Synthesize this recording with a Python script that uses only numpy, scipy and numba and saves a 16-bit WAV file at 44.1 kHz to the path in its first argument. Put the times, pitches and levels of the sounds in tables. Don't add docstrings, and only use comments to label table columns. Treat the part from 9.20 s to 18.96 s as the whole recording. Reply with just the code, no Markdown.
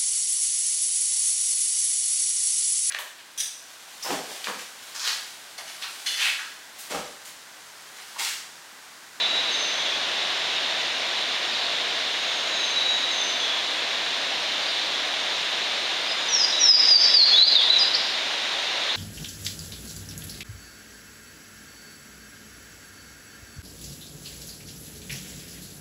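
import sys
import numpy as np
from scipy import signal
from scipy.fft import rfft, irfft
from scipy.io import wavfile
from numba import njit

SR = 44100
rng = np.random.default_rng(int(sys.argv[2]) if len(sys.argv) > 2 else 0)


def transcribe(signal):
    frames = np.atleast_2d(signal).T
    limited = np.clip(frames, -1, 1)
    pcm = np.round(limited * 32767).astype(np.int16)
    wavfile.write(sys.argv[1], SR, pcm)


N = 430416
TIME = np.arange(N) / SR
FREQ = np.fft.rfftfreq(N, 1 / SR)


def undb(db):
    return 10 ** (np.asarray(db) / 20)


def level(x, db):
    return x * undb(db) / np.sqrt(np.mean(x ** 2))


def walk(rate):
    white = rfft(rng.standard_normal(N))
    return level(irfft(white * np.exp(-(FREQ / rate) ** 2), N), 0)


def add(out, start, sound):
    i = int(np.clip(start * SR, 0, N))
    out[i:i + len(sound)] += sound[:N - i]


def water(spectrum, flicker_db, count):
    hz, db = np.transpose(spectrum)
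    shape_db = np.interp(np.log(FREQ + 1), np.log(hz), db)
    noise = rfft(rng.standard_normal(N)) * undb(shape_db)
    edges = np.geomspace(hz[0], hz[-1], count + 1)
    surge_db = 0.11 * walk(1.5)
    out = np.zeros(N)
    for lo, hi in zip(edges, edges[1:]):
        band = irfft(noise * ((FREQ >= lo) & (FREQ < hi)), N)
        out += band * undb(surge_db + flicker_db * walk(16))
    return out


# (f/Hz, relative level/dB)
ROAR_SPECTRUM = [(15, -60), (25, -26.5), (108, -23), (233, -13), (289, -9), (421, -8), (663, -2.5),
                 (874, -5.5), (945, -3.5), (1300, -5.5), (1710, -2), (2340, -1.5), (2800, -1.5),
                 (3640, -31), (6160, -120)]
# (f/Hz, relative level/dB)
SPRAY_SPECTRUM = [(2700, -7), (2950, -1), (3250, -.5), (3600, 3.5), (4050, 0), (4500, -6), (5500, -10.5),
                  (7000, -17), (8500, -26.5), (9400, -31.5), (11000, -32.5), (13500, -39.5), (15000, -46.5),
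                  (18000, -48)]
ROAR_RMS_DB, SPRAY_RMS_DB = -31, -28.5


def river():
    roar = water(ROAR_SPECTRUM, flicker_db=0.23, count=10)
    spray = water(SPRAY_SPECTRUM, flicker_db=0.35, count=12)
    return level(roar, ROAR_RMS_DB) + level(spray, SPRAY_RMS_DB)


def syrinx(hz, db, waver, edge_s):
    n = len(hz)
    tremble = np.interp(np.arange(n) / SR, np.arange(200) / 200, rng.standard_normal(200))
    gate = signal.windows.tukey(n, min(1, 2 * edge_s * SR / n))
    phase = 2 * np.pi * np.cumsum(hz * (1 + waver * tremble)) / SR
    return np.sqrt(2) * undb(db) * gate * np.sin(phase)


def glide(first_hz, last_hz, left, settle):
    return last_hz + (first_hz - last_hz) * left ** settle


def slurs(notes, waver, edge_s, settle):
    out = np.zeros(N)
    for start, length, first_hz, last_hz, db in notes:
        left = np.linspace(1, 0, int(length * SR))
        hz = glide(first_hz, last_hz, left, settle)
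        add(out, start, syrinx(hz, db, waver, edge_s))
    return out


# (start t/s, delay until the low note t/s, high note level/dB before distance and echo)
TWO_NOTE_CALLS = [(0, .55, -26), (3.555, .635, -23.5), (7.32, .54, -25)]
HIGH_HZ, HIGH_S = 3880, .22
LOW_HZ, LOW_S, LOW_DB = 3367, 0.204, -5.5
CALL_SAG_HZ = 44.8
CATCH_AT_S, CATCH_S = .075, .03


def two_note_calls():
    notes = []
    resume = CATCH_AT_S + CATCH_S
    for start, gap, db in TWO_NOTE_CALLS:
        high = (start, HIGH_S, HIGH_HZ, db)
        low = (start + gap, LOW_S, LOW_HZ, db + LOW_DB)
        for at, length, hz, note_db in [high, low]:
            notes.append((at, CATCH_AT_S, hz + CALL_SAG_HZ, hz, note_db))
            notes.append((at + resume, length - resume, hz, hz, note_db))
    return slurs(notes, waver=0.0011, edge_s=0.0059, settle=1.0)


# (start t/s, length t/s, first f/Hz, last f/Hz, level/dB before distance and echo)
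LONE_CHIRPS = [(0, 0.071, 3560, 3560, -27), (.325, .04, 4020, 3610, -26), (1.355, 0.048, 3740, 3640, -27.5),
               (3.3, .23, 3940, 3880, -31), (3.97, 0.068, 3550, 3566, -27.5), (5.47, .05, 4830, 4770, -40),
               (7.64, 0.1, 3800, 4040, -33), (7.815, 0.049, 5750, 5760, -31),
               (7.84, 0.13, 3960, 3910, -29.5)]


def lone_chirps():
    return slurs(LONE_CHIRPS, waver=0.0072, edge_s=.01, settle=1.5)


def twitter(centre_hz, db, count):
    when, length, pitch, bend, size = rng.random((count, 5)).T
    first_hz = centre_hz * 2 ** (.3 * (pitch - .5))
    last_hz = first_hz * 2 ** (.25 * (bend - .5))
    notes = zip(when * N / SR, 0.0415 + 0.063 * length, first_hz, last_hz, db - 8 * size)
    return slurs(notes, waver=0.0096, edge_s=.015, settle=1.7)


# (start t/s, length t/s, last f/Hz, level/dB before distance and echo)
TREETOP_WHISTLES = [(.3, 0.22, 6120, -34.5), (3.0, 0.21, 6480, -43.5), (3.25, .08, 6750, -42),
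                    (3.329, 0.21, 6260, -39.5), (3.64, 0.21, 6560, -42.5), (3.9, .23, 6110, -34),
                    (6.97, .11, 6800, -45), (7.092, .19, 6350, -39), (7.356, 0.11, 6580, -41),
                    (7.648, 0.21, 6160, -35), (8.082, 0.12, 6460, -39.5)]
WHISTLE_FALL_HZ_PER_S = 1300


def thin_whistles():
    notes = []
    for start, length, last_hz, db in TREETOP_WHISTLES:
        first_hz = last_hz + WHISTLE_FALL_HZ_PER_S * length
        notes.append((start, length, first_hz, last_hz, db))
    return slurs(notes, waver=0.0049, edge_s=0.027, settle=2.3)


# (start t/s, length t/s, slope's first f/Hz, slope's last f/Hz, level/dB before distance and echo)
WARBLED_PHRASES = [(1.26, .16, 2770, 3270, -30), (2.301, 0.3, 4400, 3420, -29),
                   (3.204, 0.35, 3530, 3930, -36), (4.304, 0.2, 3590, 4050, -35),
                   (5.401, .25, 4300, 3670, -30.5), (8.6, 0.066, 2900, 2615, -27),
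                   (9.596, 0.21, 3710, 3920, -27)]


def warbles(swing, turns_hz):
    out = np.zeros(N)
    for start, length, first_hz, last_hz, db in WARBLED_PHRASES:
        t = TIME[:int(length * SR)]
        turns = np.sin(2 * np.pi * (turns_hz * t + rng.random()))
        slope_hz = np.geomspace(first_hz, last_hz, len(t))
        add(out, start, syrinx(slope_hz * (1 + swing * turns), db, waver=0.0147, edge_s=0.028))
    return out


# (start t/s, length t/s, first f/Hz, last f/Hz, level/dB, settle [1 slides evenly, more arrives sooner])
WARBLER_SONG = [(6.872, .068, 5010, 4980, -29.5, 1), (7.083, .168, 6050, 4886, -14.5, 1.24),
                (7.39, 0.17, 5980, 4736, -11.5, 1.2), (7.684, 0.089, 5075, 4555, -7, 1),
                (7.765, 0.13, 4540, 5240, -17.5, 3.1), (7.938, 0.1, 4990, 4140, -11, 1.44),
                (8.12, .04, 3320, 3516, -11.5, .7), (8.158, 0.079, 3620, 4137, -12.5, 1.4),
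                (8.22, 0.072, 4100, 4890, -16.5, 2), (8.352, 0.072, 3950, 3285, -12, 2.2),
                (8.428, 0.061, 3750, 3520, -22.5, 2.4), (8.499, 0.016, 3840, 4020, -11.5, 2),
                (8.524, 0.026, 4056, 3910, -18, 0.74), (8.553, 0.0346, 3980, 3660, -18.5, 0.37),
                (8.582, .052, 7180, 4890, -16, 7.4), (8.636, 0.019, 4940, 4040, -28, 1),
                (8.735, 0.012, 5350, 3880, -22.5, 1.1), (8.745, 0.013, 4020, 5850, -20, 1)]
THROAT_HZ, THROAT_OCTAVES, THROAT_DB = 4225, 0.43, 15.5
SWELL_DB, SWELL_SHARE = 4.5, 0.24
WOBBLE, FLUTTER_DB, WOBBLE_PER_S = .006, 3, 26


def warbler():
    out = np.zeros(N)
    wobble = 1 + WOBBLE * walk(WOBBLE_PER_S)
    flutter_db = FLUTTER_DB * walk(WOBBLE_PER_S)
    for start, length, first_hz, last_hz, db, settle in WARBLER_SONG:
        left = np.linspace(1, 0, int(length * SR))
        now = int(start * SR) + np.arange(len(left))
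        hz = glide(first_hz, last_hz, left, settle) * wobble[now]
        octaves_off = np.log2(hz / THROAT_HZ)
        throat_db = THROAT_DB * (np.exp(-(octaves_off / THROAT_OCTAVES) ** 2) - 1)
        swell_db = SWELL_DB * np.minimum((1 - left) / SWELL_SHARE - 1, 0)
        note_db = db + throat_db + swell_db + flutter_db[now]
        add(out, start, syrinx(hz, note_db, waver=0.0036, edge_s=0.0025))
    return out


def forest(x, trunks_db, leaves_db, t60_s):
    t = TIME[:int(1.5 * SR)]
    trunks = np.zeros(len(t))
    lags = rng.uniform(.003, .09, size=40)
    trunks[(lags * SR).astype(int)] = rng.standard_normal(len(lags)) * np.exp(-lags / 0.021)
    build_up = 1 - np.exp(-t / 0.033)
    leaves = rng.standard_normal(len(t)) * undb(-60 * t / t60_s) * build_up
    echoes = undb(trunks_db) * trunks / np.linalg.norm(trunks)
    echoes += undb(leaves_db) * leaves / np.linalg.norm(leaves)
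    return x + signal.fftconvolve(x, echoes)[:N]


def scene():
    water_noise = river()
    calls = two_note_calls() + lone_chirps()
    middle = undb(-2.5) * forest(calls, trunks_db=-7.5, leaves_db=-2.0, t60_s=1.7)
    chatter = twitter(centre_hz=3655, db=-38.5, count=30) + warbles(swing=0.1106, turns_hz=16)
    far = undb(-9) * forest(chatter, trunks_db=-0.5, leaves_db=2.5, t60_s=0.82)
    treetops = undb(-4.5) * forest(thin_whistles(), trunks_db=-4.5, leaves_db=1.0, t60_s=0.88)
    near = forest(warbler(), trunks_db=-4.5, leaves_db=-3.5, t60_s=0.9)
    return (water_noise + middle + far + treetops + near)[None]


@njit
def follower(x, attack, release):
    out, e = np.empty(len(x)), 0.
    for i in range(len(x)):
        e += (abs(x[i]) - e) * (attack if abs(x[i]) > e else release)
        out[i] = e
    return out


# (centre f/Hz, width f/Hz, level/dB)
MIC_COLOUR = [(703, 140, 1.5), (7875, 174, -15), (7880, 45, -22), (8460, 480, 4.5)]
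TOP_HZ = 17150


def record(dry, limit_db=-9.5, attack_s=0.00042, release_s=0.054):
    colour_db = sum(db * np.exp(-((FREQ - hz) / width) ** 2) for hz, width, db in MIC_COLOUR)
    x = irfft(rfft(dry[0]) * undb(colour_db), N)
    envelope = follower(x, 1 / (attack_s * SR), 1 / (release_s * SR))
    x = x / np.maximum(envelope / undb(limit_db), 1)
    low_pass = signal.ellip(10, .1, 80, TOP_HZ, fs=SR, output="sos")
    return signal.sosfilt(low_pass, x)[None]


dry = scene()
out = record(dry)
transcribe(out)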